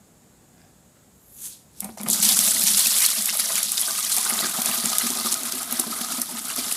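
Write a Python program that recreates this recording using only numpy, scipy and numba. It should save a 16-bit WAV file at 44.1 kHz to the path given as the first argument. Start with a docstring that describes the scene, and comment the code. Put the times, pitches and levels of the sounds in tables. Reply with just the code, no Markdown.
"""Drain hose filling a bucket

A hose is swung over an empty plastic bucket on a hard floor indoors; it spits, then gushes.
The jet spatters on the plastic and later plunges into deepening water, where bubbles gurgle and
gulps of air boom in the bucket, whose note rises as it fills. Faint hiss and rumble lie under it."""
import sys
import numpy as np
from scipy import signal
from scipy.fft import rfft, irfft
from scipy.io import wavfile
from numba import njit

SR = 44100
rng = np.random.default_rng(int(sys.argv[2]) if len(sys.argv) > 2 else 0)


def to_wav(sig):
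    """Store sig (one row per channel, or 1-D mono) as 16-bit WAV at the path in sys.argv[1].

    Samples outside -1..1 are clipped; the rate is SR.
    """
    pcm = np.clip(np.atleast_2d(sig), -1, 1) * 32767
    pcm = np.round(pcm).astype(np.int16)
    wavfile.write(sys.argv[1], SR, pcm.T)  # frames by channels


N = 298116
T = np.arange(N) / SR
FIRST_WATER_S, FLOW_S, FULL_FLOW_S = 1.98, 2.06, 2.24
COVERED_S, DEEP_S = 3.6, 4.33  # pool swallows the jet; pool churns fully

# Jet force: time_s, level_db
JET_FORCE = [(2.05, -44), (2.11, -21), (2.21, -28), (2.235, -17), (2.5, -21), (2.66, -19.5), (2.8, -19),
             (2.91, -19), (3.065, -19.5), (3.09, -22.5), (3.25, -25.5), (3.6, -27.5), (3.69, -27),
             (3.76, -29), (3.95, -26.5), (4.19, -24.5), (4.46, -27), (4.8, -24.5), (5.22, -28),
             (5.33, -26.5), (5.37, -32.5), (5.58, -29), (5.69, -35), (5.76, -28), (5.86, -32.5),
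             (6.2, -29.5), (6.25, -34), (6.42, -33), (6.54, -33.5), (6.7, -28)]
# Jet breaking the surface: peak_s, decay_s, coarse_db, fine_db
SURFACE_SPLASHES = [(2.233, 0.016, -36, -21), (2.478, 0.0099, -29, -32), (2.677, 0.021, -24.5, -34),
                    (2.783, 0.07, -33, -20), (2.923, .03, -32, -35), (3.022, 0.045, -21.5, -19),
                    (3.155, .025, -36, -23), (3.293, .02, -28, -42), (3.394, 0.057, -29.5, -20.5),
                    (3.563, 0.047, -27, -23.5), (3.804, 0.04, -35, -21.5), (4.045, .025, -31, -34),
                    (4.122, .035, -51, -22.5), (4.3, .035, -31.5, -26), (4.446, 0.03, -28, -27),
                    (4.648, .025, -38, -36), (4.722, 0.033, -30.5, -40), (4.931, 0.021, -33, -26),
                    (5.011, .025, -29, -40), (5.07, 0.0097, -28, -28), (5.18, 0.0093, -44, -42),
                    (5.259, 0.016, -42, -22.5), (5.455, 0.013, -35, -24.5), (5.8, 0.012, -46, -30),
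                    (5.912, 0.014, -38, -26), (6.014, 0.012, -30, -25.5), (6.122, 0.049, -48, -27),
                    (6.37, 0.03, -38.5, -46), (6.503, 0.014, -33.5, -35), (6.586, 0.034, -35, -25),
                    (6.715, 0.011, -30.5, -24)]
# Fine spray spectrum: freq_hz, gain_db
FINE_EQ = [(2400, -27), (3000, -13), (3500, -6), (4700, -5), (6400, -5), (8000, -3), (10500, -0.5),
           (12500, -5), (14000, -10), (15500, -15.5)]
# Coarse splash spectrum: freq_hz, gain_db
COARSE_EQ = [(900, -3), (1500, -6), (2200, -3), (3000, -1.5), (4200, 3), (6000, -3), (9000, -13)]


def spatter(surge_db, usual_jet_db=-25.5, puff_s=1.812):
    """The jet breaks into dense spray, sharp ticks and bursting foam; coarser splashes ring lower."""
    spray = drops(count=22000, spread_db=4, smear_s=.0053)
    ticks = drops(count=900, spread_db=2.5, smear_s=.00041)
    foam = grains(count=13000, low_hz=2815, high_hz=15270, cycles=30, spread_db=4, glide=.07)
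    fine = spray + undb(-14) * ticks + undb(-7) * foam + undb(-6) * droplet_bunches()
    fine = unit(colour(fine, FINE_EQ))
    beads = grains(count=6000, low_hz=1497, high_hz=7000, cycles=55, spread_db=2.8, glide=.05)
    coarse = unit(colour(beads + spray, COARSE_EQ))
    coarse += undb(-8) * depth() * unit(cavity(coarse))
    force_db = curve(JET_FORCE)
    coarse_db = -37.5 + .93 * (force_db - usual_jet_db) + 1.15 * walk(14)
    fine_gain = ramp(FIRST_WATER_S - .01, FIRST_WATER_S) * undb(force_db)
    coarse_gain = ramp(FLOW_S, FULL_FLOW_S) * undb(coarse_db)
    for peak_s, decay_s, splash_db, spray_db in SURFACE_SPLASHES:
        splash = swell(T - peak_s, .4 * decay_s, decay_s)
        coarse_gain = np.hypot(coarse_gain, undb(splash_db) * splash)
        fine_gain = np.hypot(fine_gain, undb(spray_db) * splash)
    # air and mist escape ahead of the water
    puff = undb(-43) * swell(T - puff_s, .037, .079) * (fine + undb(-16) * coarse)
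    return undb(.78 * surge_db) * (fine_gain * fine + coarse_gain * coarse) + puff


def droplet_bunches(centre_hz=6200, scatter_octaves=.7, width_hz=1800.):
    """Droplets of like size land in brief bunches, each with its own pitch."""
    pitch_hz = np.clip(centre_hz * 2 ** (scatter_octaves * walk(55)), 2800, 13000)
    bunch_gain = undb(2.5 * np.clip(walk(70), -2, 2))
    impacts = drops(count=9000, spread_db=4, smear_s=.00071)
    return unit(bunch_gain * resonate(impacts, pitch_hz, width_hz))


# Nozzle bursts: peak_s, relative_peak_db, centre_hz, shower_re_crack_db
NOZZLE_SPITS = [(1.8052, -9, 10440, -15), (1.8452, -15, 9300, -14), (1.975, -25, 4500, -9),
                (2.013, -19, 9800, -17), (2.0338, -11, 11300, -11), (2.0865, -2.5, 10000, -21),
                (2.1014, 0.5, 10400, -9), (2.1315, -3.5, 7900, 8), (2.228, -2.5, 8300, 12),
                (2.252, 1, 6000, -4), (2.3906, 3, 8500, -16), (2.638, 0, 11400, -22),
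                (2.682, -4.5, 4460, -5), (2.8706, 3.5, 8670, -11), (3.063, 3, 9000, -21),
                (3.104, -4, 6600, 2), (3.223, -5, 9100, -15), (3.258, -2, 9700, -14),
                (3.522, -5, 7300, -13), (3.556, -3.5, 7850, -16), (3.631, -1.5, 8800, -24),
                (3.719, 0, 10900, -13), (3.7787, -7, 5000, 5), (3.909, -7.5, 5400, -14),
                (3.991, -10, 10000, -22), (4.049, -5, 10000, -20), (4.166, -3, 9100, -24),
                (4.183, -2, 9000, -19), (4.619, -4, 9200, -15), (4.659, -1, 9400, -25),
                (4.858, -2, 7800, -31), (4.869, -16, 9000, -26), (4.984, 5, 8900, -23),
                (5.072, -12, 7460, -21), (5.104, -4.5, 8000, -18), (5.19, -7, 10000, -24),
                (5.3253, -2, 7250, -14), (5.3422, -3.5, 8200, -23), (5.434, -9, 8700, -18),
                (5.523, -7, 6100, -15), (5.6312, -9, 9100, -32), (5.7112, -7.5, 10900, -21),
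                (5.7256, -6, 10600, -18), (5.7973, -1, 9900, -8), (6.2175, -1.5, 9600, -21),
                (6.5622, -7, 10100, -22), (6.589, -9, 6000, -14), (6.725, -9, 9000, -19)]


def spits(gain_db=-3.5, lead_s=.02, width_hz=6500):
    """Air pockets burst at the nozzle: a quick swell, a crack and a short shower of droplets."""
    out, t = np.zeros(N), T[:SR // 10] - lead_s
    crack, shower = swell(t, .0004, .0008), swell(t, .003, .008)
    for peak_s, level_db, centre_hz, shower_db in NOZZLE_SPITS:
        burst = rng.standard_normal(len(t)) * (crack + undb(shower_db) * shower)
        burst = body(burst, [(centre_hz, width_hz, 0)])
        burst = colour(burst, [(1500, -11.5), (3500, -3.5), (12000, -1.5), (15500, -6.5)])
        add(out, peak_s - lead_s, peak(burst, level_db + gain_db))
    return out


# Deep-water churn: time_s, level_db
CHURN_LEVEL = [(3.6, -62), (3.69, -49.5), (3.8, -43.5), (4.13, -48), (4.3, -37.5), (4.45, -38.5),
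               (4.52, -41), (4.8, -39), (4.94, -38.5), (5.05, -43), (5.3, -41.5), (5.4, -45), (5.68, -43),
               (5.78, -41.5), (6.15, -43), (6.28, -48.5), (6.45, -47.5), (6.6, -44)]
# Thin-film slap spectrum: freq_hz, gain_db
SLAP_EQ = [(290, -5.5), (450, 2), (640, 11.5), (780, 8), (950, 6.5), (1250, 14), (1700, 6.5), (2200, 9.5)]
# Deep bubble spectrum: freq_hz, gain_db
BUBBLE_EQ = [(290, -17.5), (380, -8.5), (500, -19.5), (680, 0.5), (950, -5.5), (1230, 0), (1500, -3),
             (1850, -12), (2300, -15)]


def gurgle(surge_db, cover_time_s=.062, slap_rise_db_per_s=.9):
    """Short slaps on a thin film give way to bubbles and a hollow wash as the water deepens."""
    slaps = grains(count=5000, low_hz=268, high_hz=2530, cycles=23.5, spread_db=-1, glide=.052)
    slaps = unit(colour(slaps, SLAP_EQ))
    bubbles = grains(count=5000, low_hz=295, high_hz=2320, cycles=38, spread_db=2.9, glide=.24)
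    bubbles = unit(colour(bubbles, BUBBLE_EQ))
    wash = unit(cavity(drops(count=9000, spread_db=2.5, smear_s=.00094)))
    covered = ramp(COVERED_S, COVERED_S + cover_time_s)
    slap_db = -43.5 + slap_rise_db_per_s * since(FLOW_S) + .97 * walk(18)
    shallow = np.sqrt(ramp(FIRST_WATER_S, FULL_FLOW_S)) * (1 - covered) * undb(slap_db) * slaps
    deep = covered * undb(curve(CHURN_LEVEL)) * (undb(-.5) * bubbles + undb(-2) * wash)
    return undb(2 * surge_db) * colour(shallow + deep, [(250, 0), (4000, 0)])


# Air modes above the pool: freq_hz, width_hz, gain_db
AIR_MODES = [(290, 45, -20), (400, 150, -2.5), (677, 110, 1.5), (870, 79, -14), (1080, 130, 0),
             (1202, 30, 10.5), (1254, 64, 5), (1466, 170, -3.5), (1950, 97, -2)]


def cavity(x, climb_per_s=.014, heave_ratio=.013):
    """The air above the pool rings; its modes shift as the surface heaves and climb as it rises."""
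    climb = 1 + climb_per_s * since(DEEP_S)
    return sum(undb(db) * resonate(x, hz * climb * (1 + heave_ratio * walk(16)), float(width_hz))
               for hz, width_hz, db in AIR_MODES)


def boom(surge_db, empty_hz=209.6, rise_hz_per_s=11.6, cushion_db_per_s=-15):
    """The jet drums on the bare bottom until water cushions it; glugs keep the hollow note going."""
    note_hz = (empty_hz + rise_hz_per_s * since(COVERED_S)) * (1 + .03 * walk(20))
    push_gain = undb(2 * walk(24))
    push = push_gain * grains(count=2500, low_hz=97, high_hz=410, cycles=4.5, spread_db=1.5, glide=0)
    drum = unit(resonate(resonate(push, note_hz, 62.), note_hz, 150.))
    glug = unit(resonate(resonate(push, note_hz, 48.), note_hz, 150.))
    drum_gain = ramp(FIRST_WATER_S, FLOW_S) * undb(-42 + cushion_db_per_s * since(FLOW_S))
    glug_gain = ramp(FLOW_S, COVERED_S) * undb(-46 - 5.5 * (1.5 - depth() ** 4))
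    return undb(.5 * surge_db) * (drum_gain * drum + glug_gain * glug)


# Slugs hitting the bucket: start_s, length_s, pitch_hz, note_db, thud_db, knock_db
WATER_SLUGS = [(1.821, 0.062, 213.5, -32.5, -58, -35.5), (1.845, 0.017, 210, -38, -46, -32.5),
               (1.889, .005, 215, -35, -38, -35), (1.973, .006, 212, -67, -48, -30),
               (1.999, 0.023, 205, -30.5, -45, -31.5), (2.034, 0.039, 210, -25.5, -44, -41),
               (2.062, 0.015, 212, -46, -44, -24.5), (2.089, 0.015, 214, -25, -34.5, -28),
               (2.147, .012, 209, -37, -42, -35), (2.194, 0.011, 200, -27.5, -55, -51),
               (2.226, 0.028, 248, -44, -55, -30), (2.305, .028, 212, -28.5, -56, -28.5),
               (2.385, 0.025, 207, -28, -58, -31), (2.472, 0.022, 214, -32, -52, -34),
               (2.548, 0.014, 235, -37, -43, -31), (2.59, 0.061, 205.4, -31.5, -44, -34),
               (2.69, .08, 206, -34.5, -44, -45), (2.857, 0.025, 212, -34.5, -49, -43),
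               (3.174, 0.047, 216, -33.5, -55, -51), (4.175, 0.018, 222, -38, -60, -25.5),
               (4.318, 0.015, 226, -31.5, -31.5, -35), (4.424, 0.025, 217, -31.5, -33, -38),
               (4.585, 0.0073, 223, -25.5, -42, -26.5), (4.655, .014, 226, -40, -44, -29),
               (4.691, 0.018, 218, -30.5, -47, -30), (4.775, 0.019, 233, -33, -43, -42),
               (4.836, 0.03, 221, -27, -35.5, -34), (5.031, 0.043, 232, -29.5, -36, -45),
               (5.098, 0.0096, 250, -33.5, -36, -33), (5.158, 0.051, 234, -33.5, -38, -28.5),
               (5.247, .025, 235, -31.5, -34, -31), (5.325, .012, 239, -37, -46, -38),
               (5.368, 0.011, 242, -38, -52, -52), (5.428, .018, 245, -34, -39, -34),
               (5.53, 0.037, 255, -33.5, -36, -47), (5.721, 0.017, 226, -31, -41, -31),
               (5.792, 0.0073, 267, -27.5, -31.5, -27.5), (5.866, 0.0085, 234, -28, -34.5, -35),
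               (5.898, 0.02, 250, -32.5, -55, -36), (6.008, 0.011, 229, -32.5, -43, -41),
               (6.1, .012, 245, -35, -55, -41), (6.133, 0.009, 248, -32, -53, -38),
               (6.181, 0.017, 246, -28, -45, -31), (6.29, 0.054, 242, -34, -43, -36),
               (6.35, .02, 227.5, -41, -47, -35), (6.579, 0.013, 243, -29, -34.5, -34),
               (6.662, 0.018, 241, -34.5, -45, -42), (6.716, 0.011, 247, -42.5, -50, -38)]
# Plastic wall modes: freq_hz, width_hz, gain_db
WALL_MODES = [(735, 170, 8), (900, 200, 1), (1240, 130, -4), (1810, 200, -9), (2130, 150, -5)]


def slugs(attack_s=.0029, release_s=.0105, roughness=.3):
    """Each slug of water drives a rough hollow note, thuds into the pool and knocks on the plastic."""
    out, t = np.zeros(N), T[:SR // 4]
    for start_s, length_s, hz, note_db, thud_db, knock_db in WATER_SLUGS:
        waver = 1 + .04 * walk(90)[:len(t)]
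        tone = np.sin(2 * np.pi * np.cumsum(hz * waver) / SR)
        envelope = (1 - np.exp(-t / attack_s)) * np.exp(-np.maximum(t - length_s, 0) / release_s)
        flutter = undb(2 * walk(110)[:len(t)])
        rattle = unit(colour(rng.standard_normal(len(t)), [(.8 * hz, -4), (hz, 0), (1.15 * hz, -5)]))
        note = (tone + roughness * rattle) * envelope * flutter
        blow = rng.standard_normal(len(t)) * np.exp(-t / (.006 + .64 * length_s))
        thud = colour(blow, [(160, -8.5), (220, -17), (300, -6), (370, 3), (480, -12.5), (620, -13.5)])
        wall = body(blow, WALL_MODES, pitch_ratio=1 + .05 * rng.standard_normal())
        knock = colour(wall, [(500, 0), (3000, 0)])
        add(out, start_s, peak(note, note_db) + peak(thud, thud_db) + peak(knock, knock_db))
    return out


# Single large bubbles: start_s, relative_peak_db, pitch_hz
LARGE_BUBBLES = [(1.831, -36, 2130), (2.032, -35, 3270), (2.2995, -11.5, 3420), (2.566, -21, 1960),
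                 (2.86, -15, 2580), (3.045, -19, 2860), (3.29, -20.5, 2040), (3.292, -17.5, 2660),
                 (3.563, -19, 3020), (3.581, -20.5, 2260), (3.773, -10.5, 4900), (3.779, -15, 3660),
                 (3.832, -17.5, 3240), (3.883, -23.5, 1510), (3.986, -24.5, 1215), (4.125, -13.5, 4130),
                 (4.263, -23, 1500), (4.39, -11.5, 3860), (4.43, -21.5, 1210), (4.714, -21, 2670),
                 (4.93, -23, 1218), (5.186, -24, 1196), (5.26, -21, 1245), (5.926, -25.5, 1290)]


def plops(cycles=65., gain_db=-2):
    """Large bubbles ring out above the churning."""
    start_s, level_db, pitch_hz = np.array(LARGE_BUBBLES, float).T.copy()
    return ring(start_s, pitch_hz, np.full(len(start_s), cycles), undb(level_db + gain_db), glide=.11)


# Swung hose spectrum: freq_hz, gain_db
SWISH_EQ = [(900, -14), (1600, -10), (2100, -13), (3500, -4.5), (5300, -5), (6600, 5), (8500, 5),
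            (11000, 7.5), (15500, -10)]


def hose_swish(swing_s=1.46, settle_s=1.525):
    """The hose swishes into place, led by a thin hiss and duller as it settles."""
    rub = unit(colour(drops(count=30000, spread_db=2, smear_s=.0015), SWISH_EQ))
    dull = noise([(1500, -23), (3500, 2), (7500, 2), (12000, -2)])
    thin = noise([(9000, -14), (10500, -2), (11700, 3), (13000, -3), (15000, -10)])
    return (undb(-32.5) * swell(T - swing_s, .05, .038) * rub
            + undb(-41) * swell(T - swing_s, .097, .033) * thin
            + undb(-44.5) * swell(T - settle_s, .034, .043) * dull)


# Hose rubs: peak_s, level_db, pitch_ratio
HOSE_RUBS = [(.24, -68.5, 0.88), (.42, -68, 0.99), (.595, -56, 1.0), (.97, -64, 0.81)]
# Rubbed hose modes: freq_hz, width_hz, gain_db
HOSE_MODES = [(735, 70, 1), (1670, 160, -6), (2040, 140, -13), (2390, 160, -11), (3440, 200, -14),
              (4870, 600, -16)]


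def hose_scrapes(rise_s=.028, fall_s=.07):
    """The ribbed hose rubs faintly as it is picked up."""
    friction = drops(count=6000, spread_db=3.5, smear_s=.00053)
    return sum(undb(db) * swell(T - peak_s, rise_s, fall_s) * unit(body(friction, HOSE_MODES, ratio))
               for peak_s, db, ratio in HOSE_RUBS)


# Low rumble: time_s, level_db
RUMBLE_LEVEL = [(.8, -56), (.95, -57), (1.5, -57), (2.5, -51.5), (3.4, -64.5), (5, -56)]
# Rumble spectrum: freq_hz, gain_db
RUMBLE_EQ = [(25, -19), (42, -10), (58, 2), (75, 0), (110, 0), (200, 3.5), (300, -4), (450, -7.5),
             (750, -10.5), (1000, -14.5), (1700, -18), (3000, -24.5)]
# Hiss spectrum: freq_hz, gain_db
HISS_EQ = [(2500, -13), (3500, -3), (6000, -3.5), (6700, 4.5), (8200, 4), (9000, -1.5), (12000, -2.5),
           (15000, -8)]


def background(hiss_db=-61):
    """Low rumble and a thin steady hiss."""
    rumble = noise(RUMBLE_EQ) * undb(curve(RUMBLE_LEVEL))
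    hiss = noise(HISS_EQ) * undb(hiss_db + .1 * walk(12))
    return rumble + hiss


def room(x, t60_s=.48, wet_db=-14.5, predelay_s=.004):
    """A furnished room answers with a short, slightly dull tail."""
    t = T[:SR // 2]
    tail = rng.standard_normal(len(t)) * undb(-60 * t / t60_s) * (t > predelay_s)
    tail = colour(tail, [(200, -6), (600, -8), (3000, -12), (15000, -10)])
    return x + undb(wet_db) * signal.fftconvolve(x, tail / np.linalg.norm(tail))[:N]


def drops(count, spread_db, smear_s):
    """Dense impacts, many weak and few strong, each smeared into a brief noise burst."""
    when, luck = rng.random((count, 2)).T
    size = undb(-spread_db * np.log(1 - .996 * luck))
    energy = np.bincount((when * N).astype(int), size ** 2, N)
    energy = signal.lfilter([1], [1, -np.exp(-2 / (smear_s * SR))], energy)
    return unit(np.sqrt(energy) * rng.standard_normal(N))


def grains(count, low_hz, high_hz, cycles, spread_db, glide):
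    """A cloud of ringing bubbles of random strength, spectrally flat between its edges."""
    when, pitch, life, luck = rng.random((count, 4)).T
    hz = low_hz * (high_hz / low_hz) ** pitch
    size = undb(-spread_db * np.log(1 - .99 * luck)) * hz
    return unit(ring(when * N / SR, hz, cycles * (.5 + life), size, float(glide)))


@njit
def ring(start_s, hz, cycles, size, glide):
    """Damped sines that fall 60 dB over their cycles while pitch rises by the fraction glide."""
    out = np.zeros(N)
    for k in range(len(start_s)):
        start, length = int(start_s[k] * SR), int(cycles[k] / hz[k] * SR) + 2
        phasor = size[k] + 0j
        step = np.exp(2j * np.pi * hz[k] / SR - 6.9 / length)
        bend = np.exp(2j * np.pi * hz[k] / SR * glide / length)
        for i in range(start, min(start + length, N)):
            phasor *= step
            step *= bend
            out[i] += phasor.imag
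    return out


@njit
def resonate(x, hz, width_hz):
    """State-variable band-pass with a moving centre."""
    out, band_state, low_state = np.empty(len(x)), 0., 0.
    for i in range(len(x)):
        g, damping = np.tan(np.pi * hz[i] / SR), width_hz / hz[i]
        band = (band_state + g * (x[i] - low_state) + 1e-18) / (1 + g * (g + damping))
        band_state = 2 * band - band_state
        low_state += 2 * g * band
        out[i] = damping * band
    return out


def body(x, modes, pitch_ratio=1):
    """Parallel resonances, shifted together in pitch."""
    return sum(undb(db) * resonate(x, np.full(len(x), float(hz * pitch_ratio)), float(width_hz))
               for hz, width_hz, db in modes)


def colour(x, points, size=8192):
    """Minimum-phase filter through (freq_hz, gain_db) points, 40 dB per octave down outside them."""
    hz, db = np.transpose(points)
    octave = np.log2(np.maximum(np.arange(size // 2 + 1), 1) * SR / size)
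    outside = np.abs(octave - np.clip(octave, np.log2(hz[0]), np.log2(hz[-1])))
    gain_db = np.interp(octave, np.log2(hz), db) - np.minimum(40 * outside, 70)
    cepstrum = irfft(np.log(undb(gain_db)))
    cepstrum[1:size // 2] *= 2
    cepstrum[size // 2 + 1:] = 0
    return signal.fftconvolve(x, irfft(np.exp(rfft(cepstrum))))[:len(x)]


def noise(points):
    """Coloured noise at rms 1."""
    return unit(colour(rng.standard_normal(N), points))


def walk(rate_hz):
    """Smooth random wander, spread near 1."""
    steps = rng.standard_normal(8192)
    return np.sqrt(3 / 2) * np.interp(T * rate_hz, np.arange(len(steps)), steps)


def depth():
    """Jet plunge: 0 on a thin film, 1 in deep water."""
    return ramp(COVERED_S, DEEP_S)


def ramp(start_s, end_s):
    """Linear rise from 0 to 1."""
    return np.clip((T - start_s) / (end_s - start_s), 0, 1)


def since(start_s):
    """Seconds elapsed, 0 before the start."""
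    return np.maximum(T - start_s, 0)


def swell(t, rise_s, fall_s):
    """Exponential rise to 1 at t = 0, then exponential fall."""
    return np.exp(-np.abs(t) / np.where(t < 0, rise_s, fall_s))


def curve(table):
    """Straight lines through (time_s, value) rows."""
    return np.interp(T, *np.transpose(table))


def add(track, start_s, sound):
    """Mix a sound in at a time."""
    i = int(start_s * SR)
    track[i:i + len(sound)] += sound[:N - i]


def undb(db):
    """Decibels to gain."""
    return 10 ** (np.asarray(db) / 20)


def unit(x):
    """Scale to rms 1."""
    return x / np.sqrt(np.mean(x ** 2))


def peak(x, db):
    """Scale to a peak level."""
    return x * undb(db) / np.abs(x).max()


def scene():
    """One uneven flow drives spatter, gurgle and boom together; water and hose sound in the room."""
    surge_db = .25 * walk(22) + walk(65) + .95 * walk(150)
    water = spatter(surge_db) + gurgle(surge_db) + boom(surge_db) + slugs() + spits() + plops()
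    return (room(water + hose_scrapes() + hose_swish()) + background())[None]


def record(dry, cutoff_hz=15500):
    """Soft clipping rounds the highest peaks; a steep low-pass cuts the top."""
    lowpass = signal.ellip(10, .2, 75, cutoff_hz, fs=SR, output="sos")
    return signal.sosfilt(lowpass, np.tanh(dry))


dry = scene()
out = record(dry)
to_wav(out)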